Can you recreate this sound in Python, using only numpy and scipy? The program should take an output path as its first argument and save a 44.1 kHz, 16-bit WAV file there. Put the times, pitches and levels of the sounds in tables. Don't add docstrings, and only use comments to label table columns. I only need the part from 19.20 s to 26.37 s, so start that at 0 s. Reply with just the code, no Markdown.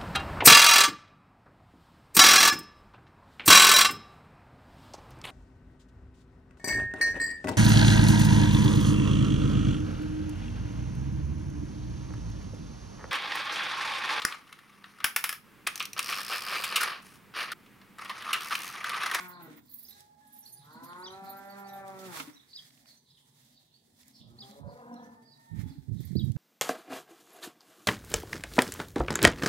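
import sys
import numpy as np
from scipy import signal
from scipy.fft import rfft, irfft
from scipy.io import wavfile
from scipy.ndimage import uniform_filter1d

SR = 44100
rng = np.random.default_rng(int(sys.argv[2]) if len(sys.argv) > 2 else 0)


def waveform_to_disk(signal):
    frames = np.transpose(np.atleast_2d(signal))
    scaled = np.clip(frames, -1, 1) * 32767
    samples = np.round(scaled).astype(np.int16)
    wavfile.write(sys.argv[1], SR, samples)


def natural_amplitude(level_db):
    exponent = np.asarray(level_db, float) / 20
    return 10 ** exponent


N = 316197
T = np.arange(N) / SR


def level(x, db):
    return x * natural_amplitude(db) / np.sqrt(np.mean(x ** 2))


def band(x, lo_hz, hi_hz, order=2):
    return signal.sosfilt(signal.butter(order, [lo_hz, min(hi_hz, .45 * SR)], "bandpass", fs=SR, output="sos"), x)


def colour(x, points):
    hz, db = np.transpose(points)
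    f = np.maximum(np.fft.rfftfreq(N, 1 / SR), 1)
    return irfft(rfft(x) * natural_amplitude(np.interp(np.log(f), np.log(hz), db)), N)


def walk(rate_hz, size=N):
    k = int(SR / rate_hz)
    held = np.repeat(rng.standard_normal(size // k + 1), k)
    return 1.386 * uniform_filter1d(uniform_filter1d(held, k), k)[:size]


def play(table, fade_s=0.014):
    s, *columns = np.transpose(table)
    span = slice(int(s[0] * SR), int(s[-1] * SR))
    t = T[span]
    since_start = t - s[0] + (s[0] < .01)
    ends = np.clip(np.minimum(since_start, s[-1] - t) / fade_s, 0, 1)
    return span, ends, [np.interp(t, s, c) for c in columns]


def add(out, start_s, x):
    i = int(start_s * SR)
    out[..., i:i + x.shape[-1]] += x[..., :max(N - i, 0)]


def swells(start_s, level_db, rise_s, fall_s, hold_s):
    curves = []
    for s, db, rise, fall, hold in np.broadcast(start_s, level_db, rise_s, fall_s, hold_s):
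        away = np.maximum((s - T) / rise, (T - s - hold) / fall)
        curves.append(db - 20 * np.maximum(away, 0))
    return natural_amplitude(np.max(curves, axis=0))


def place(x, pan_db, lag_s, wet_db, t60):
    t = T[:SR // 3]
    echoes = rng.standard_normal((2, len(t))) * np.exp(-np.log(1000) * t / t60) * np.clip(t / 0.006, 0, 1)
    echoes *= natural_amplitude(wet_db) / np.sqrt(np.sum(echoes ** 2, axis=1, keepdims=True))
    echoes *= natural_amplitude(np.array([[pan_db], [-pan_db]]) / 2)
    left = np.interp(T - lag_s, T, x)
    direct = np.array([left * natural_amplitude(pan_db / 2), x * natural_amplitude(-pan_db / 2)])
    return direct + signal.fftconvolve(x[None], echoes, axes=1)[:, :N]


def thump(peak_db, hz, cycles=2.0):
    t = T[:SR // 10] * hz / cycles
    return natural_amplitude(peak_db) * np.e * 3 * t * np.exp(-3 * t) * np.sin(2 * np.pi * cycles * t)


def ring(hz, centre_hz, width_hz):
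    return 1 / (1 + (2 * (hz - centre_hz) / width_hz) ** 2)


# freq_hz, density_db (per Hz)
FARM_SPECTRUM = [(15, -56), (25, -26), (133, 2), (189, -3.5), (242, 1), (415, -15), (860, -14), (1320, -33),
                 (1930, -41), (2820, -34.5), (3700, -25), (4350, -27), (5850, -35), (9770, -35),
                 (15900, -40)]
# time_s, level_db
MACHINERY_SWELL = [(0, 2), (.7, 0.5), (1.3, -3), (1.6, 2), (3.0, 3.5), (3.3, -4), (4.5, -3.5), (5.3, 2.5),
                   (6.0, 2), (6.3, -1.5), (7.17, -1)]


def farm():
    out, swell = 0, walk(1.69)
    rumble_db = np.interp(T, *np.transpose(MACHINERY_SWELL))
    noise = level(colour(rng.standard_normal((2, N)), FARM_SPECTRUM), -61)
    sides = np.array([[1], [-1]])
    for hz in 30 * 2 ** np.arange(.75, 9.5, .75):
        mid, side = band(noise, hz / 2 ** .375, hz * 2 ** .375)
        width = min(0.022 + hz / 900, 1)
        tilt = natural_amplitude(-1.8 * min(hz / 2500, 1) * sides)
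        flicker_db = 0.26 * swell + 2.1 * walk(8) + rumble_db * ((hz > 60) & (hz < 1200))
        out = out + tilt * natural_amplitude(flicker_db) * (mid + width * side * sides)
    return out


# time_s, second_partial_hz, level_db, mouth_opening_db
CALF_CALLS = [
    [(.68, 800, -81, 6), (.76, 827, -73, 0), (.9, 840, -62, -22), (.99, 844, -69, -17),
     (1.05, 846, -68, -3), (1.12, 836.7, -63, -14), (1.3, 847.4, -71.5, -15), (1.5, 835, -67, -6)],
    [(5.6, 782, -85, 8), (5.7, 825, -74.5, -2), (5.85, 867.6, -68.5, -4), (6.0, 900, -63.5, -16),
     (6.1, 902.6, -73.5, -6), (6.3, 913, -70.5, -2), (6.4, 900, -59.5, -18), (6.47, 830, -73, -17),
     (6.62, 850, -81.5, -12)],
]


def calf():
    out = np.zeros(N)
    for table in CALF_CALLS:
        span, ends, (hz, level_db, open_db) = play(table)
        phase = 2 * np.pi * np.cumsum(hz * (1 + 0.0091 * walk(60.1, len(hz)))) / SR
        for k, db in zip((2, 3, 4), (0, open_db - 15, open_db)):
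            gain = natural_amplitude(level_db + db + 3.7 * walk(30.46, len(hz)))
            out[span] += 2.0 * ends * gain * np.sin(k * phase / 2)
    return out


CHEST_HZ, CHEST_WIDTH_HZ, THROAT_WIDTH_HZ = 263, 236, 227
# freq_hz, width_hz, level_db
MOUTH_RINGS = [(1325, 290, -1.5), (1803, 110, -14), (2210, 700, -20)]


def cow(table, odd_db, chest_hz, mouth_scale, rough, slack, air_db):
    span, ends, (hz, chest_db, throat_db, throat_hz) = play(table, fade_s=0.098)
    mouth_db = -2.5 + 0.59 * throat_db
    mouth_shift = mouth_scale * (throat_hz / 830) ** 0.27
    n = len(hz)
    rough = np.clip(rough + slack * (1 - hz / hz.max()), 0, 1)
    phase = 2 * np.pi * np.cumsum(hz * (1 + 0.026 * rough * walk(50.6, n))) / SR
    out = np.zeros(N)
    for k in range(1, 14):
        tract = ring(k * hz, chest_hz, CHEST_WIDTH_HZ)
        tract += natural_amplitude(throat_db) * ring(k * hz, throat_hz, THROAT_WIDTH_HZ)
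        for ring_hz, width_hz, db in MOUTH_RINGS:
            tract += natural_amplitude(mouth_db + db) * ring(k * hz, ring_hz * mouth_shift, width_hz)
        fade_db = air_db * walk(7.28, n) + 7 * rough * walk(30.4, n) + (k % 2) * odd_db
        skirt = 1 + 2.54 * np.sqrt(rough * min(k / 4, 1)) * walk(160, n)
        out[span] += tract * natural_amplitude(fade_db) * skirt * np.sin(k * phase + rng.uniform(0, 2 * np.pi))
    out[span] *= natural_amplitude(chest_db) * ends
    return out


# time_s, pitch_hz, level_db, mouth_opening_db, throat_hz
COW_LOW = [
    (4.9, 106.6, -77, -36, 481),
    (5.15, 118.2, -57.5, -24, 600),
    (5.266, 131.4, -63, -11.5, 597),
    (5.36, 141.2, -71, 14, 520),
    (5.46, 141.3, -71.5, 18, 540),
    (5.6, 146, -76, 22.5, 570),
]
COW_HOARSE = [
    (5.42, 244.7, -79, 8, 520),
    (5.52, 246.5, -70, 8, 520),
    (5.6, 245.3, -61, 10, 590),
    (5.66, 249.5, -63.5, 11.5, 550),
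    (5.74, 254.3, -64, 8.8, 620),
    (5.87, 252, -64, 6.1, 605),
    (5.96, 245.7, -71, 5.9, 560),
    (6.1, 233, -86, 3.1, 558),
]
COW_STEADY = [
    (5.36, 234.3, -79, 4, 935),
    (5.47, 235.4, -71, 8.5, 915),
    (5.6, 236.6, -59, -5, 867),
    (5.72, 239.5, -45.5, -19.5, 730),
    (5.8, 237.1, -54, -7, 786),
    (5.88, 234.6, -45, -29, 780),
    (5.97, 231.1, -57.5, -24, 720),
    (6.2, 227.3, -78.5, -20, 700),
]
HEIFER = [
    (5.15, 389, -75, -2, 790),
    (5.24, 396, -65, 3.5, 790),
    (5.32, 397, -73, 5.5, 790),
    (5.42, 398, -87, 3, 790),
]


def far_cows():
    out = cow(COW_LOW, 0.16, 120, 0.78, rough=0.09, slack=0.011, air_db=2.5)
    out += cow(COW_HOARSE, 0.11, 250, 0.884, rough=0.24, slack=0.19, air_db=1.5)
    out += cow(COW_STEADY, 0.1, 245, 0.69, rough=0.13, slack=0.35, air_db=2.4)
    return out + cow(HEIFER, 0.1, 395, 0.82, rough=0.045, slack=0.1, air_db=2.5)


# start_s, peak_db, pitch_hz
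GRUNTS = [(0.3, -49, 280), (0.358, -49.5, 293), (1.551, -47, 230), (1.619, -45, 263), (2.016, -49.5, 187),
          (3.0, -42.5, 283.5), (3.074, -42.5, 290.7), (5.191, -51.5, 223), (5.29, -50, 208),
          (6.454, -41.5, 262), (6.51, -47.5, 266), (6.553, -46.5, 279), (6.631, -56, 260)]


def grunts():
    out = np.zeros(N)
    for start_s, peak_db, hz in GRUNTS:
        add(out, start_s, thump(peak_db, hz, cycles=6.5))
    return out


# time_s, pitch_hz, level_db, mouth_opening_db, throat_hz
COW_TAIL = [
    (0.0, 182.3, -53.5, 4.5, 1040),
    (0.19, 175.8, -57, 4, 990),
    (0.27, 160.4, -50, -15.5, 844),
    (0.45, 135.8, -74.5, -16, 825),
]
COW_LONG = [
    (1.41, 138.8, -72, 10.5, 1010),
    (1.62, 167.4, -58, 5, 976),
    (1.76, 178.5, -61.5, 17, 1032),
    (1.97, 193, -55, 5.5, 790),
    (2.382, 198.9, -45.5, -3.5, 867),
    (2.648, 194.4, -54, 11.5, 740),
    (2.856, 188.9, -47, -8.5, 744),
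    (2.968, 158.8, -54, 4, 1070),
    (3.2, 135, -66, -59, 830),
]


def near_cow():
    tail = cow(COW_TAIL, -1.1, CHEST_HZ, 1.06, rough=0.016, slack=1.0, air_db=1.4)
    long_low = cow(COW_LONG, -0.19, 319, 1.0, rough=0.011, slack=0.13, air_db=2.08)
    return tail + long_low + grunts()


def whistle(hz, db, warble):
    n = len(hz)
    throb = natural_amplitude(db + 3.48 * walk(267.0, n))
    return throb * np.sin(2 * np.pi * np.cumsum(hz * (1 + warble * walk(900, n))) / SR)


def glide(centre_hz, octaves, db, length_s, warble):
    u = np.linspace(0, 1, int(length_s * SR))
    return np.sin(np.pi * u) * whistle(centre_hz * 2 ** (octaves * (2 * u - 1)), db, warble)


# start_s, peak_db
CHIRRUPS = [
    (1.82, -44),
    (3.3316, -42.5),
    (5.1792, -46.5),
    (6.9536, -43.5),
]
# time_s (after the start), pitch_hz, level_db
PHRASE = [
    (0, 3780, -6),
    (.008, 4320, -4.5),
    (0.02, 4710, 3.5),
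    (.036, 4880, 3),
    (.039, 3986, 4),
    (0.048, 3500, 1.5),
    (.064, 3240, 1),
    (0.079, 3250, -27),
]
# start_s, peak_db, centre_hz, half_sweep_octaves
PEEPS = [(1.223, -64, 5860, 0.037), (1.254, -58.5, 4610, 0.15), (1.315, -67, 6260, 0.022),
         (1.36, -65, 4780, 0.09), (1.86, -58, 5810, 0.041), (1.924, -58.5, 4080, 0.13),
         (2.451, -64.5, 4510, 0.091), (2.489, -61.5, 3920, -0.031), (3.67, -66, 5800, 0),
         (5.725, -65, 5690, -0.0066), (5.827, -70, 5950, 0.011)]
# start_s, peak_db, centre_hz, half_sweep_octaves, length_s
NOTES = [(.648, -58, 4940, 0.1, 0.013), (0.658, -61, 6000, 0, 0.026), (0.68, -55, 5070, -0.15, 0.011),
         (0.686, -59, 3920, -0.147, 0.044), (0.719, -56.5, 3970, .16, .018),
         (1.903, -49, 3890, 0.082, 0.0096), (2.325, -65, 3920, -0.018, 0.038),
         (2.531, -60.5, 3650, 0.2, 0.014), (2.279, -63.5, 4500, -0.036, 0.074),
         (2.439, -66, 4500, 0.082, 0.027), (2.469, -60.5, 5850, 0, .035), (3.131, -63, 5750, 0, 0.033),
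         (3.155, -57.5, 3900, -0.042, 0.029), (3.194, -61.5, 3700, 0.18, 0.017),
         (4.328, -71, 4550, 0, 0.084), (4.36, -67, 3800, .05, 0.044), (4.518, -66, 4500, 0.14, 0.068),
         (4.95, -62, 5500, 0.019, 0.028), (5.01, -62, 3800, 0.23, .016), (6.034, -71.5, 4900, 0, 0.14),
         (6.051, -65, 4550, -0.047, 0.059), (3.69, -63.5, 4200, -0.084, 0.0345),
         (3.763, -66, 6060, 0, 0.037), (3.901, -60, 4970, -0.021, 0.019), (3.902, -65, 3980, 0.036, 0.014),
         (5.756, -66, 3950, -0.092, 0.028), (5.79, -71, 3360, -0.0035, 0.023),
         (6.016, -75, 4730, -0.0041, 0.061), (6.101, -65.5, 4580, -0.072, 0.059),
         (6.105, -69, 3990, -0.04, 0.084), (6.421, -72, 3434, 0.013, 0.12),
         (6.494, -66, 4900, -0.0077, 0.023)]
# start_s, peak_db, centre_hz
CHEEPS = [(0.1172, -54, 4180), (0.4742, -59, 4400), (0.58, -61.5, 4450), (0.64, -60, 3900),
          (1.376, -57.5, 3930), (1.42, -65, 3530), (1.506, -57, 4230), (1.656, -54.5, 4310),
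          (1.6836, -56.5, 3615), (2.0548, -53, 4280), (3.289, -54.5, 4450), (3.6667, -56.5, 4410),
          (3.86, -59, 3840), (3.93, -57.5, 3650), (4.325, -61, 4500), (4.3737, -70, 3850),
          (4.94, -55.5, 4550), (4.98, -57.5, 3615), (5.28, -56, 4010), (5.4737, -60.5, 4458),
          (5.769, -72, 3940), (6.49, -60, 4310), (6.765, -57.5, 3740), (6.845, -60, 4360)]


def sparrows():
    near, others, far = np.zeros((3, N))
    s, hz, db = np.transpose(PHRASE)
    t = T[:int(s[-1] * SR)]
    for start_s, peak_db in CHIRRUPS:
        phrase_db = peak_db - 5 + np.interp(t, s, db)
        add(near, start_s, whistle(np.interp(t, s, hz), phrase_db, warble=0.032))
    for start_s, peak_db, centre_hz, octaves in PEEPS:
        add(others, start_s, glide(centre_hz, octaves, peak_db + 4.5, 0.0266, warble=0.019))
    for start_s, peak_db, centre_hz, octaves, length_s in NOTES:
        add(others, start_s, glide(centre_hz, octaves, peak_db + 1.5, length_s, warble=0.012))
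    for start_s, peak_db, centre_hz in CHEEPS:
        add(far, start_s - .015, glide(centre_hz, -0.1254, peak_db - 7.5, .09, warble=0.075))
    out = place(near, -0.7, -0.000064, -5.5, 0.29)
    out += place(others, -6.0, -0.000057, -3.0, 0.34)
    return out + place(far, -2.5, -0.000012, 1.2, 0.45)


# start_s, level_db, hold_s
GUSTS = [(4.51, -76, 0.015), (5.01, -60.5, 0.14), (5.401, -49.5, 0.08), (6.327, -45, 0.043),
         (6.378, -40, 0.064), (6.588, -45, 0.0073), (6.69, -36.5, 0.045), (6.754, -44.5, 0.094),
         (6.898, -42, 0.04), (6.967, -33, 0.12), (7.165, -29.5, .01)]
# start_s, peak_db, pitch_hz
BUFFETS = [(6.310, -37, 106.4), (6.365, -26.5, 106), (6.395, -31, 119), (6.43, -28.5, 128),
           (6.460, -30.5, 110), (6.506, -43, 260), (6.682, -31.5, 130), (6.708, -23.5, 102.5),
           (6.729, -27, 135), (6.793, -28, 135), (6.85, -30.5, 95), (6.906, -29, 177), (6.927, -29.5, 146),
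           (6.986, -31, 108), (7.060, -30.5, 98), (7.095, -19.5, 114)]
# start_s, peak_db, pitch_hz
SLAPS = [(6.434, -41, 322), (6.581, -29, 154), (6.683, -36, 229), (6.714, -37, 298), (6.803, -32.5, 310),
         (6.846, -45, 330), (6.91, -42, 238), (6.929, -34, 268), (6.956, -17.5, 322), (7.009, -34, 240),
         (7.111, -44, 320), (6.953, -16, 197), (6.9613, -12, 150), (7.035, -16.5, 132), (7.163, -39, 410)]


def wind():
    s, db, hold_s = np.transpose(GUSTS)
    eddies = band(band(rng.standard_normal((2, N)), 44, 178.5), 55, 280) * natural_amplitude(3.0 * walk(29.46))
    shelter = natural_amplitude(np.array([[-26], [0]]))
    out = level(eddies, 6.0) * shelter * swells(s, db, rise_s=0.023, fall_s=0.093, hold_s=hold_s)
    for start_s, peak_db, hz in BUFFETS:
        add(out[1], start_s, thump(peak_db + 3.5, hz, cycles=1.86))
    for start_s, peak_db, hz in SLAPS:
        add(out[1], start_s, -thump(peak_db, hz, cycles=1.65))
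    return band(out, 23, 520)


# start_s, peak_db, loudest_ring_hz
JINGLES = [(0.02, -45, 13000), (0.079, -38, 12000), (0.22, -40.5, 13700), (0.36, -48, 15100),
           (0.45, -53, 10800), (0.489, -43, 12000), (0.51, -39.5, 15000), (0.5362, -30, 12400),
           (0.5837, -35, 11600), (0.623, -36, 12350), (0.654, -47, 14800), (0.682, -37, 11400),
           (1.067, -47.5, 10900), (1.122, -42, 13700), (1.159, -45, 14100), (1.184, -39, 13000),
           (1.2, -42.5, 9800), (1.249, -44, 13000), (1.271, -45, 9800), (1.29, -47, 13000),
           (1.318, -40, 13100), (1.327, -37, 9700), (1.4165, -56, 7240), (1.4394, -54, 12900),
           (1.522, -49, 12900), (1.633, -40, 13000), (1.681, -49, 7240), (1.772, -50, 7240),
           (1.794, -44.5, 10400), (1.903, -49.5, 11000), (2.037, -47, 9720), (2.091, -35.5, 13600),
           (2.166, -42.5, 13700), (2.252, -53, 11800), (2.295, -47, 13900), (2.382, -47.5, 11800),
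           (2.4798, -50.5, 11600), (2.526, -43, 13360)]
# start_s, peak_db, loudest_ring_hz
MUFFLED = [
    (6.8034, -45.5, 13500),
    (6.8495, -38.5, 12300),
    (6.9501, -50, 12470),
    (6.997, -46, 13700),
    (7.0469, -46, 10600),
]
# freq_hz, width_hz, level_db
TRINKETS = [
    [(10100, 72, -8), (10900, 34, -10), (11400, 36, 0), (11600, 52, 3), (12000, 32, -6), (12100, 34, -12),
     (13000, 46, -6), (13550, 92, -7), (14200, 34, -2), (14800, 38, -1), (14900, 59, 4), (15500, 180, 5)],
    [(6720, 40, -20), (7240, 48, -11), (9800, 150, 10), (10400, 32, -7), (10900, 36, -6), (11000, 26, -14),
     (11600, 22, -17), (11800, 64, -5), (12000, 95, -17), (12200, 95, -11), (13000, 180, 4),
     (14200, 210, -2)],
    [(7400, 56, -22), (9520, 65, -30), (9700, 37, -19), (9800, 67, -35), (10600, 31, -2), (11600, 86, 9),
     (11900, 76, -5), (12300, 42, -28), (13700, 37, -1), (13900, 45, 2), (14200, 17, -14),
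     (15100, 160, -17)],
]


def trinkets():
    out, t = np.zeros(N), T[:SR // 6]
    for start_s, peak_db, top_hz in JINGLES + MUFFLED:
        bout = np.searchsorted((.9, 1.95), start_s)
        hz, width_hz, db = np.transpose(TRINKETS[bout])
        chance = rng.standard_normal((3, len(hz)))
        share_db = 0.59 * db - np.minimum(abs(hz - top_hz) / 100, 8) + 3 * chance[0]
        t60 = (.13 if start_s < 3 else .022) * 1.4 ** chance[1]
        rattle = np.array([walk(300, len(t)) for _ in hz])
        chatter = natural_amplitude(3.9 * rattle)
        waver = np.cumsum(0.81 * width_hz[:, None] * rattle[::-1], axis=1) / SR
        detuned_hz = hz * (1 + 0.00272 * chance[2])
        modes = np.sin(2 * np.pi * (np.outer(detuned_hz, t) + waver))
        modes *= np.exp(-np.log(1000) * t / t60[:, None])
        rings = natural_amplitude(share_db) @ (modes * chatter)
        shimmer = band(rng.standard_normal(len(t)), top_hz - 2400, top_hz + 1300)
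        shimmer *= np.exp(-np.log(1000) * t / np.mean(t60))
        rings = (rings + level(shimmer, -28) * np.std(rings)) * np.clip(t / 0.009, 0, 1)
        add(out, start_s, natural_amplitude(peak_db - 3.0) * rings / np.max(abs(rings)))
    return place(out, -4.5, -.00006, -7, .07)


# freq_hz, density_db (per Hz)
SOIL = [(300, -15.5), (590, -8.5), (1000, -9.5), (1400, -9.5), (2410, -9.5), (3000, -12), (3450, -4.5),
        (14500, -11.5), (15900, -13)]
# peak_s, level_db, rise_s, fall_s, low_crunch_db (relative)
STROKES = [(.04, -59, 0.26, 0.14, 8), (.38, -70, 0.67, 0.071, 10.5), (.8, -67, 0.65, 0.14, -0.5),
           (1.32, -71.5, 0.72, 0.29, -7), (1.54, -66.5, 0.18, 0.064, -9), (1.64, -61.5, 0.029, 0.063, -7),
           (2.68, -65, 0.19, 0.16, 5), (2.791, -61, 0.012, 0.31, -12), (2.991, -48.5, 0.21, 0.12, 6.5),
           (3.09, -66, .05, 0.064, 11), (3.37, -67.5, 0.24, 0.78, -0.5), (3.668, -68, 0.079, 0.41, -1),
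           (4.25, -70, 0.5, 0.4, -2), (4.85, -71, 0.55, 0.47, -2.5), (5.31, -67, 0.22, 0.18, 0.5),
           (5.81, -75.5, 1.07, 0.77, 3), (6.19, -74.5, 0.28, 1.7, 1.5), (6.4, -67.5, 0.14, 0.3, 6.5),
           (6.77, -70, 0.15, 7.4, -1.5), (7.17, -83, 0.015, 0.077, 2)]
# start_s, level_db, rise_s, fall_s, hold_s, low_crunch_db (relative)
STEADY_RAKE = (2, -70.5, 1.4, 0.28, 1.18, 6.5)
# peak_s, level_db, rise_s, fall_s
CRUSTS = [
    (.05, -46, .25, 0.043),
    (3.66, -60, 0.033, 0.063),
    (4.855, -62, 0.028, .05),
    (6.4, -61, 0.071, 0.048),
    (6.845, -62, 0.026, .04),
    (6.91, -65, .03, 0.12),
]
# start_s, peak_db, pitch_hz
CLODS = [(0.22, -45, 1460), (0.359, -57, 1550), (0.7086, -47, 3710), (0.805, -42.5, 6800),
         (1.296, -55, 1800), (1.731, -42, 2000), (2.6801, -45, 8700), (2.8612, -34, 1080),
         (2.9036, -43, 1030), (2.941, -30, 1100), (2.96, -34, 1270), (2.9974, -21.5, 1400),
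         (2.998, -35, 7500), (3.0799, -41.5, 2240), (3.351, -49, 3210), (3.505, -45, 2380),
         (3.575, -45.5, 1800), (3.657, -46, 1800), (5.021, -63, 3900), (4.831, -46, 3200),
         (4.8803, -43.5, 11900), (5.31, -45.5, 4580), (5.741, -49.5, 5750), (5.945, -58, 1800),
         (6.391, -42, 2050), (6.8043, -46, 3940), (7.118, -42.5, 5140), (7.163, -36.5, 870)]


def raking():
    strokes = np.insert(STROKES, 4, 0, axis=1)
    s, db, rise_s, fall_s, hold_s, low_db = np.vstack([strokes, STEADY_RAKE]).T
    big_grains = np.minimum(rng.exponential(size=N), 4.5) * (rng.random(N) < .05)
    grains = rng.standard_normal((2, N)) * natural_amplitude(4.04 * big_grains + 2.58 * walk(40))
    crumbs = colour(grains, SOIL)
    crumbs = crumbs / np.std(band(crumbs, 5700, 9860)) * 1.184
    low = band(crumbs, 640, 3140)
    out = swells(s, db, rise_s, fall_s, hold_s) * (crumbs - low)
    out += swells(s, db + low_db, rise_s, fall_s, hold_s) * low
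    grit_db = np.minimum(db + low_db, -68) - 1.5
    out += swells(s, grit_db, rise_s, fall_s, hold_s) * band(crumbs, 1620, 2220)
    out += swells(*np.transpose(CRUSTS), 0) * band(crumbs, 1680, 2400)
    t = T[:2000]
    for start_s, peak_db, hz in CLODS:
        crumble_s = .001 * natural_amplitude((peak_db + 50) * .5)
        crack = band(rng.standard_normal((2, len(t))), hz / 2.0, hz * 2.26)
        crack = crack * t / crumble_s * np.exp(1 - t / crumble_s)
        add(out, start_s, natural_amplitude(peak_db - 6.0) * crack)
    return out * natural_amplitude(np.array([[-2.2], [2.2]]))


def scene():
    herd = place(near_cow(), -0.88, -0.00017, -4.0, 0.46)
    herd += place(far_cows(), 0.32, -0.00026, -12.0, 0.97)
    herd += place(calf(), -1.0, 0.0004, -2.5, 0.77)
    return farm() + herd + sparrows() + wind() + trinkets() + raking()


def low_pass(x):
    return signal.sosfilt(signal.butter(12, 16040, fs=SR, output="sos"), x)


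def record(dry):
    no_bass = signal.sosfilt(signal.butter(3, 62, "high", fs=SR, output="sos"), dry)
    mix = signal.sosfilt(signal.ellip(10, .2, 70, 15750, fs=SR, output="sos"), no_bass)
    return low_pass(mix)


dry = scene()
out = record(dry)
waveform_to_disk(out)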